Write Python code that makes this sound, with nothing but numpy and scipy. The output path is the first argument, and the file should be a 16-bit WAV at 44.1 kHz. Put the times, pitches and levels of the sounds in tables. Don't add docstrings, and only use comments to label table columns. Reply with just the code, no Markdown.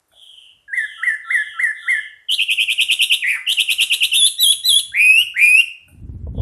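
import sys
import numpy as np
from scipy import signal
from scipy.fft import rfft, irfft
from scipy.io import wavfile
from scipy.ndimage import uniform_filter1d

SR = 44100
rng = np.random.default_rng(int(sys.argv[2]) if len(sys.argv) > 2 else 0)


def volts_from_decibels(level):
    exponent = np.asarray(level, float) / 20
    return 10 ** exponent


def store_wav(level_fs):
    pcm = np.round(np.clip(np.atleast_2d(level_fs), -1, 1) * 32767)
    wavfile.write(sys.argv[1], SR, pcm.T.astype(np.int16))


N = 282681

# time in seconds, level in dB.
WIND_LEVEL = [(0, -74.5), (2.4, -71.5), (2.65, -63), (3.3, -70), (4.4, -64.5), (5.1, -51.5), (5.6, -64.5),
              (5.8, -74), (5.91, -47.5), (6.08, -35.5), (6.25, -31.5), (6.41, -19)]
# start in seconds, peak in dB, bright part in dB.
BUFFETS = [
    (5.947, -28.5, -43),
    (5.998, -30, -48),
    (6.092, -15, -53),
    (6.15, -18, -59),
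    (6.268, -18.5, -16.5),
    (6.347, -28, -14),
    (6.378, -23.5, -6.5),
    (6.398, -16, -18.5),
]
# frequency in Hz, density in dB per Hz.
WIND_COLOUR = [(20, -39.5), (45, 2.5), (75, -2.5), (150, -11), (300, -22), (500, -43), (1000, -59.5),
               (2500, -84.5)]
# frequency in Hz, density in dB per Hz.
HUSH = [(150, -20.5), (300, 0), (600, 1), (1500, -2), (3000, -10.5), (6000, -11.5), (10000, -9),
        (13400, -14)]
HUSH_DB = -69.5
# frequency in Hz, t60 in seconds.
PORCH_T60 = [(500, 0.33), (2000, 0.51), (3500, 0.41), (7000, 0.36), (12000, 0.24)]
# delay in seconds, level in dB.
ECHOES = [(.0007, -20.5), (.0016, -14.5), (.0029, -21), (.0047, -15), (.0083, -13.5), (0.017, -16)]
# frequency in Hz, gain in dB.
WET = [(500, 11), (3800, -2.5), (5000, 5.5), (10000, 9), (13000, 1)]
# frequency in Hz, gain in dB.
MIC_PORT = [(30, 7.5), (100, 17), (4000, 0), (6500, 9.5), (8800, 13), (10200, 20.5), (11500, 17),
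            (13000, 5.5)]
# frequency in Hz, level in dB.
GRIT = [(60, -25), (200, -12.5), (700, -5), (1600, -7), (2400, -27.5)]

# start in seconds, length in seconds, level in dB, first pitch in Hz, last pitch in Hz.
FAR_BUZZES = [
    (0.096, 0.45, -39, 3450, 2851),
    (.72, 0.39, -35.5, 3604, 2828),
    (1.215, 0.4, -35.5, 3654, 2930),
    (1.728, 0.37, -34.5, 3598, 2940),
    (6.329, 0.54, -36.5, 3410, 2810),
]
# share of the length, level in dB.
FAR_SWELL = [(0, -8.5), (.3, -3), (.72, -5), (1, -17)]

# start in seconds, peak in dB, wood in dB, wire in dB.
TAPS = [
    (0.081, -59, -32, -3),
    (0.116, -17, -23, -43.5),
    (0.22, -47, -15, -8),
    (5.879, -32, -10.5, -18.5),
]
# frequency in Hz, level in dB, t60 in seconds.
WOOD = [(715, -0.5, 0.27), (1135, -54, 0.057), (1463, 14, 0.047), (2320, -1, 0.074)]
# frequency in Hz, level in dB, t60 in seconds.
WIRE = [(8740, 4, 0.2), (9900, -6, 0.32), (12100, 3, 0.23)]

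# multiple of the pitch, level in dB.
OVERTONES = [(2, -37), (3, -44.5), (4, -44), (5, -44.5), (6, -54.5)]
# multiple of the pitch, level in dB re that voice.
HALVES = [(.5, -8.5), (1.5, -7.5), (2.5, -22), (3.5, -29)]
# frequency in Hz, gain in dB.
BEAK = [(3000, -25.5), (4200, -0.5), (5300, 5), (6000, -1), (7200, -18), (8500, 9.5), (10000, 5.5),
        (13000, 9)]
# frequency in Hz, level in dB.
AIR = [(100, -45), (400, -36.5), (1500, -27), (3000, -8), (4500, -15.5), (5600, -26.5), (7200, -19),
       (10000, -22.5), (13000, -31)]
WARBLES_PER_S, BUZZ_PER_S = 110, 195

# time of the lowest pitch in seconds, level in dB, lowest pitch in Hz,
# top of the last warble in Hz, length in seconds.
TRILL = [(2.3994, -9, 2464, 3380, 0.038), (2.5006, -9.5, 2397, 3506, 0.041),
         (2.5942, -8.5, 2390, 3393, 0.046), (2.695, -10, 2347, 3625, .04), (2.7998, -6.5, 2453, 3746, .036),
         (2.9064, -7, 2470, 3704, .035), (3.011, -6, 2513, 3800, 0.037), (3.118, -5, 2512, 3763, 0.034),
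         (3.5915, -6.5, 2500, 3774, .032), (3.6977, -9, 2444, 3914, 0.036), (3.8028, -7, 2517, 3880, 0.04),
         (3.9196, -7, 2495, 3932, 0.031), (4.0264, -6.5, 2503, 3930, .033)]
BEAK_SHUT_HZ, BEAK_DB_PER_KHZ = 3158, 15
TRILL_CLIMB_HZ, FIRST_SWING_HZ = 420, 678.7

# time of the jump up in seconds, level in dB, lead-in in Hz, sag at the top in dB, end in Hz.
SLURS = [
    (.74, -3, 1617, -13, 1711),
    (1.037, -0.5, 1330, -13, 1735),
    (1.31, 0, 1356, -8, 1703),
    (1.6, -0.5, 1342, -9.5, 1738),
    (1.885, -2.5, 1377, -0.5, 1709),
]
SLUR_TOP_HZ, SLUR_BEAK_DB, SLUR_AIR_DB = 2131.4, -5.5, 3.5
LEAD_DB_PER_KHZ = 28.5

# time after start in seconds, level in dB, pitch in Hz,
# warble swing above it in Hz, half-pitch voice in dB.
OPENER = [(0, -33, 3227, 1, -43.5), (.014, -13, 2794, -0.5, -53), (.019, -15.5, 2748, 299.5, -67.5),
          (.046, -14, 2950, 549, -49), (.069, -14.5, 3260, 950, -24)]
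# as for the opener, in s, dB, Hz, Hz, dB.
BUZZ = [(0, -22, 2640, 0.5, -35), (.011, -19, 2507, -1.5, -43), (.019, -20.5, 1807, 193, -39),
        (.049, -17, 1896, 360, -42), (.084, -15, 1990, 625, -54), (.109, -20, 1835, 600.5, -43),
        (.137, -20.5, 1736, 600.5, -22), (.151, -32.5, 1253, 795.5, -19), (.171, -51, 894, 900, -50)]
# as for the opener, in s, dB, Hz, Hz, dB.
CLIMB = [(0, -21, 3220, -1.5, -39), (.024, -11, 2595, -1, -49.5), (.029, -14.5, 2697, 830, -72),
         (.053, -11.5, 3205, 596.5, -68), (.065, -13.5, 3686, 1.5, -60.5), (.112, -9, 3365, 0.5, -54.5),
         (.143, -8, 3522, 0.5, -42), (.157, -12.5, 3194, 980.5, -31), (.174, -33.5, 2540, 1588, -41)]
# as for the opener, in s, dB, Hz, Hz, dB.
DIP = [(0, -35, 3700, 0, -15), (.022, -11.5, 3991, 0, -24.5), (.048, -9.5, 3955, 0, -36),
       (.067, -8.5, 3412, 1.5, -54.5), (.091, -12.5, 3195, -1.5, -53.5), (.13, -7, 3410, 1.5, -49.5),
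       (.14, -12.5, 3440, -2.5, -52), (.147, -14, 3130, 948.5, -32.5), (.16, -27, 2530, 1530.5, -39.5)]
# as for the opener, in s, dB, Hz, Hz, dB.
RISE = [(0, -42.5, 1523, 16, -50.5), (.018, -36, 1595, 98, -34.5), (.03, -20.5, 1840, 297.5, -31),
        (.06, -14.5, 2030, 351, -43.5), (.095, -10.5, 2329, 251.5, -47.5), (.17, -9.5, 2470, 70, -54),
        (.225, -10.5, 2577, 7, -58), (.29, -8.5, 2866, 4, -40), (.31, -22.5, 2840, 348.5, -23)]
# start in seconds, stretch in time, pitch ratio, overtones in dB, air in dB.
OPENERS = [
    (2.284, .98, 1.02, 4, 7),
    (3.463, 1.03, .98, 5, 9.5),
]
# as for the openers, in s, ratio, ratio, dB, dB.
BUZZES = [
    (3.221, 1.001, 0.99, 1.2, 0),
]
# as for the openers, in s, ratio, ratio, dB, dB.
CLIMBS = [
    (4.115, 1.001, 1.001, 13.8, 8.8),
]
# as for the openers, in s, ratio, ratio, dB, dB.
DIPS = [
    (4.378, .995, .995, 12.5, 10),
    (4.632, 1.09, 1.005, 11.2, 9.8),
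]
# as for the openers, in s, ratio, ratio, dB, dB.
RISES = [
    (4.919, 1.001, 1.005, -2.4, -5.5),
    (5.341, .9, .98, -0.5, 3),
]


def evened(x):
    return x / np.sqrt(np.mean(x ** 2) + 1e-20)


def read(points, hz):
    f, value = np.transpose(points)
    return np.interp(np.log(hz + 1), np.log(f + 1), value)


def add(mix, s, sound):
    part = mix[round(s * SR):][:len(sound)]
    part += sound[:len(part)]


def colour(x, points):
    return irfft(rfft(x) * volts_from_decibels(read(points, np.fft.rfftfreq(len(x), 1 / SR))), len(x))


def wander(count, per_s):
    width = max(int(SR / per_s), 1)
    return evened(uniform_filter1d(uniform_filter1d(rng.standard_normal(count), width), width))


def yard():
    return volts_from_decibels(HUSH_DB) * evened(colour(rng.standard_normal(N), HUSH))


def wind():
    s, db = np.transpose(WIND_LEVEL)
    flow = evened(colour(rng.standard_normal(N), WIND_COLOUR))
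    out = flow * volts_from_decibels(np.interp(np.arange(N) / SR, s, db) + 3.5 * wander(N, 25))
    t = np.arange(1500) / SR
    for s, db, bright_db in BUFFETS:
        push = np.sin(2 * np.pi * 85 * t) * np.exp(-t / 0.004) * np.minimum(t / 0.00187, 1)
        snap = colour(rng.standard_normal(len(t)), [(250, -39.0), (450, 18.5), (1000, -1.0), (1600, -52.0)])
        snap = evened(snap) * np.exp(-t / 0.011) * np.minimum(t / 0.00145, 1)
        add(out, s, volts_from_decibels(db + 1.0) * (push + volts_from_decibels(bright_db) * snap))
    vent = signal.butter(3, 52, "high", fs=SR, output="sos")
    return signal.sosfilt(vent, out)


def porch(x):
    taps = np.zeros(SR)
    at = np.arange(500, SR - 20, 20)
    taps[at + rng.integers(0, 20, len(at))] = rng.choice([-1., 1.], len(at))
    hz, t, z = signal.stft(taps, SR, nperseg=256)
    decay = volts_from_decibels(-60 * t / read(PORCH_T60, hz)[:, None])
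    tail = signal.istft(z * decay, SR, nperseg=256)[1]
    return signal.fftconvolve(x, tail / np.linalg.norm(tail))[:N]


def far_bird():
    out = np.zeros(N)
    for s, length, db, first_hz, last_hz in FAR_BUZZES:
        t = np.arange(0, length, 1 / SR)
        flutter = np.cumsum(170 * (1 + 0.36 * wander(len(t), 90))) / SR
        pitch = first_hz + (last_hz - first_hz) * t / length + 190 * np.sin(2 * np.pi * flutter)
        turn = 2 * np.pi * np.cumsum(pitch) / SR
        voice = np.sin(turn) + volts_from_decibels(-46) * np.sin(2 * turn) + volts_from_decibels(-48) * np.sin(3 * turn)
        air_colour = [(4500, -30.5), (5800, -2.5), (7000, -9), (9000, 1.0), (13000, -19.5)]
        voice += volts_from_decibels(-23.5) * colour(rng.standard_normal(len(t)), air_colour)
        voice *= 1 - .45 * np.cos(2 * np.pi * flutter)
        swell = volts_from_decibels(db + np.interp(t / length, *np.transpose(FAR_SWELL)))
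        add(out, s, swell * voice * signal.windows.tukey(len(t), .3))
    return out


def claws():
    out, t = np.zeros(N), np.arange(9000) / SR
    attack = np.minimum(t / 0.005, 1)
    for s, db, wood_db, wire_db in TAPS:
        for part_db, modes, blur_per_s in ((wood_db - 23.5, WOOD, 300), (wire_db - 20.0, WIRE, 900)):
            for hz, mode_db, t60 in modes:
                ring = volts_from_decibels(db + part_db + mode_db - 60 * t / t60) * np.sin(2 * np.pi * hz * t)
                add(out, s, ring * wander(len(t), blur_per_s) * attack)
    return out


def note(per_s, rows, bright_db, air_db):
    fast = per_s > 160
    s, *columns = np.transpose(rows)
    t = np.arange(s[0], s[-1], 1 / SR)
    age = t - s[0]
    level_db, hz, swing, half_db = (np.interp(t, s, c) for c in columns)

    uneven = 0.11 * swing / (300 if fast else 900)
    flutter = np.cumsum((swing > 0) * per_s * (1 + uneven * wander(len(t), 180))) / SR
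    lift = (1 - np.cos(2 * np.pi * flutter)) / 2
    bend_s = .008 if len(rows) > 7 else .002
    hz = uniform_filter1d(hz, size=int(SR * bend_s), mode="nearest")
    pitch = hz + swing * lift + 14 * wander(len(t), 230)
    turn = 2 * np.pi * np.cumsum(pitch) / SR

    opening = np.minimum(age / 0.036, 1) ** 2
    late = opening
    if fast:
        late = opening * np.minimum(age / 0.091, 1) ** 2
    rasp = 1 + 0.48 * wander(len(t), 770)
    overtones = np.zeros(len(t))
    for k, db in OVERTONES:
        overtones += volts_from_decibels(db + read(BEAK, k * pitch)) * np.sin(k * turn) * (k * pitch < SR / 2.5)
    halves = volts_from_decibels(half_db) * sum(volts_from_decibels(db) * np.sin(k * turn) for k, db in HALVES)

    depth = 0.22 * np.minimum(swing / 150, 2) if fast else 0.35 * np.minimum(swing / 400, 1)
    throb = 1 - depth * np.cos(2 * np.pi * flutter - (0 if fast else 1.67))
    fade = np.minimum(1, np.minimum(age, s[-1] - t) / 0.0028)
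    drive = np.sqrt(2) * volts_from_decibels(level_db) * throb * np.sin(np.pi / 2 * fade) ** 2
    voice = np.sin(turn) + volts_from_decibels(bright_db) * late * rasp * overtones + halves
    stir = volts_from_decibels(air_db) * opening * (0.33 + swing / 1200) * volts_from_decibels(3.3 * wander(len(t), 76))
    return s[0], drive * voice, drive * stir


def slur(s, db, lead_hz, sag_db, end_hz):
    lead_db = db + LEAD_DB_PER_KHZ * (lead_hz - 1300) / 1000
    top_db = db - 10.5 + sag_db
    rows = [(s - .062, lead_db - 49.5, 1.03 * lead_hz, 0, -34),
            (s - .014, lead_db - 36, .985 * lead_hz, 0, -38),
            (s, db - 14, .92 * SLUR_TOP_HZ, 0, -44),
            (s + 0.0095, top_db, SLUR_TOP_HZ, 0, -36),
            (s + .025, top_db, .99 * SLUR_TOP_HZ, 0, -38),
            (s + .037, db - 11.0, .935 * SLUR_TOP_HZ, 0, -58),
            (s + .07, db - 20.5, 1.03 * end_hz, 0, -38),
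            (s + .116, db - 21.5, .995 * end_hz, 0, -44)]
    return note(BUZZ_PER_S, rows, SLUR_BEAK_DB, SLUR_AIR_DB)


def trill_note(s, db, low_hz, top_hz, length):
    beak_db = BEAK_DB_PER_KHZ * (top_hz - BEAK_SHUT_HZ) / 1000
    last_swing = top_hz - low_hz - TRILL_CLIMB_HZ
    rows = [(s - .022, db - 17.5, low_hz + 720, 0, -55),
            (s - .015, db - 11, low_hz + 430, 0, -55),
            (s - .005, db - 5.0, low_hz + 270, 0, -55),
            (s, db - 5.5, low_hz, 0, -55),
            (s + 0.002966, db - 5.5, low_hz, FIRST_SWING_HZ, -55),
            (s + .65 * length, db - 4.5, low_hz + 0.66 * TRILL_CLIMB_HZ, 1.15 * last_swing, -55),
            (s + 1.036 * length, db - 11, low_hz + TRILL_CLIMB_HZ, 1.1 * last_swing, -55)]
    return note(WARBLES_PER_S, rows, beak_db - 4.5, beak_db + 0.5)


def whistle(shape, per_s, s, stretch, ratio, bright_db, air_db):
    rows = [(s + stretch * after, db, ratio * hz, swing, half_db) for after, db, hz, swing, half_db in shape]
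    return note(per_s, rows, bright_db, air_db)


def singer():
    song, stirred = np.zeros((2, N))
    kinds = [(OPENER, WARBLES_PER_S, OPENERS), (BUZZ, BUZZ_PER_S, BUZZES), (CLIMB, WARBLES_PER_S, CLIMBS),
             (DIP, WARBLES_PER_S, DIPS), (RISE, BUZZ_PER_S, RISES)]
    notes = [slur(*row) for row in SLURS] + [trill_note(*row) for row in TRILL]
    notes += [whistle(shape, per_s, *row) for shape, per_s, rows in kinds for row in rows]
    for s, voice, stir in notes:
        add(song, s, voice)
        add(stirred, s, stir)
    return volts_from_decibels(-3.0) * song + volts_from_decibels(-20.0) * stirred * colour(rng.standard_normal(N), AIR)


def scene():
    near, far = singer() + claws(), far_bird()
    air = near + 0.37 * far + porch(volts_from_decibels(-13) * colour(near, WET) + volts_from_decibels(-1.5) * far)
    for s, db in ECHOES:
        add(air, s, volts_from_decibels(db) * near)
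    air += volts_from_decibels(-49.0) * air ** 2
    loudness = uniform_filter1d(air ** 2, size=200)
    air += volts_from_decibels(-37.0) * loudness * evened(colour(rng.standard_normal(N), GRIT))
    return np.tile(colour(air, MIC_PORT) + yard() + wind(), (2, 1))


def thin_treble(mono):
    hz, t, z = signal.stft(mono, SR, nperseg=1024)
    band = np.searchsorted([3600, 4400, 5200, 6200, 7000, 7800, 9000, 10200, 11400, 12300], hz)
    power = abs(z) ** 2
    band_db = np.array([10 * np.log10(power[band == k].mean(0) + 1e-20) for k in range(11)])
    luck, dice = rng.random((2, 11, len(t) // 3 + 1)).repeat(3, 2)[:, :, :len(t)]
    masked = band_db < 10 * np.log10(power.max(0)) - 51 - 18 * luck
    masked[-1] |= luck[0] < .4
    treble = (band > 0)[:, None]
    mid = signal.istft(z * (1 - .85 * treble * masked[band]), SR, nperseg=1024)[1][:N]

    swapped = (dice < .4)[band] * ~masked[band] * (hz > 4100)[:, None]
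    level = np.sqrt(abs(uniform_filter1d(power, size=20, axis=0)))
    a, b = rng.standard_normal((len(t), len(hz), 2)).T
    side = volts_from_decibels(-9) * signal.istft(swapped * level * (a + 1j * b), SR, nperseg=1024)[1][:N]
    return np.array([mid + side, mid - side])


def roll_off(x):
    return signal.sosfilt(signal.butter(12, 13600, fs=SR, output="sos"), x)


def record(dry):
    over = np.maximum(abs(dry[0]) - .6, 0)
    bent = dry[0] - np.sign(dry[0]) * (over - .2 * np.tanh(over / .2))
    edge = signal.firwin(401, 13250, window=("kaiser", 9), fs=SR)
    mix = signal.oaconvolve(thin_treble(bent), edge[None], "same")
    return roll_off(mix)


dry = scene()
out = record(dry)
store_wav(out)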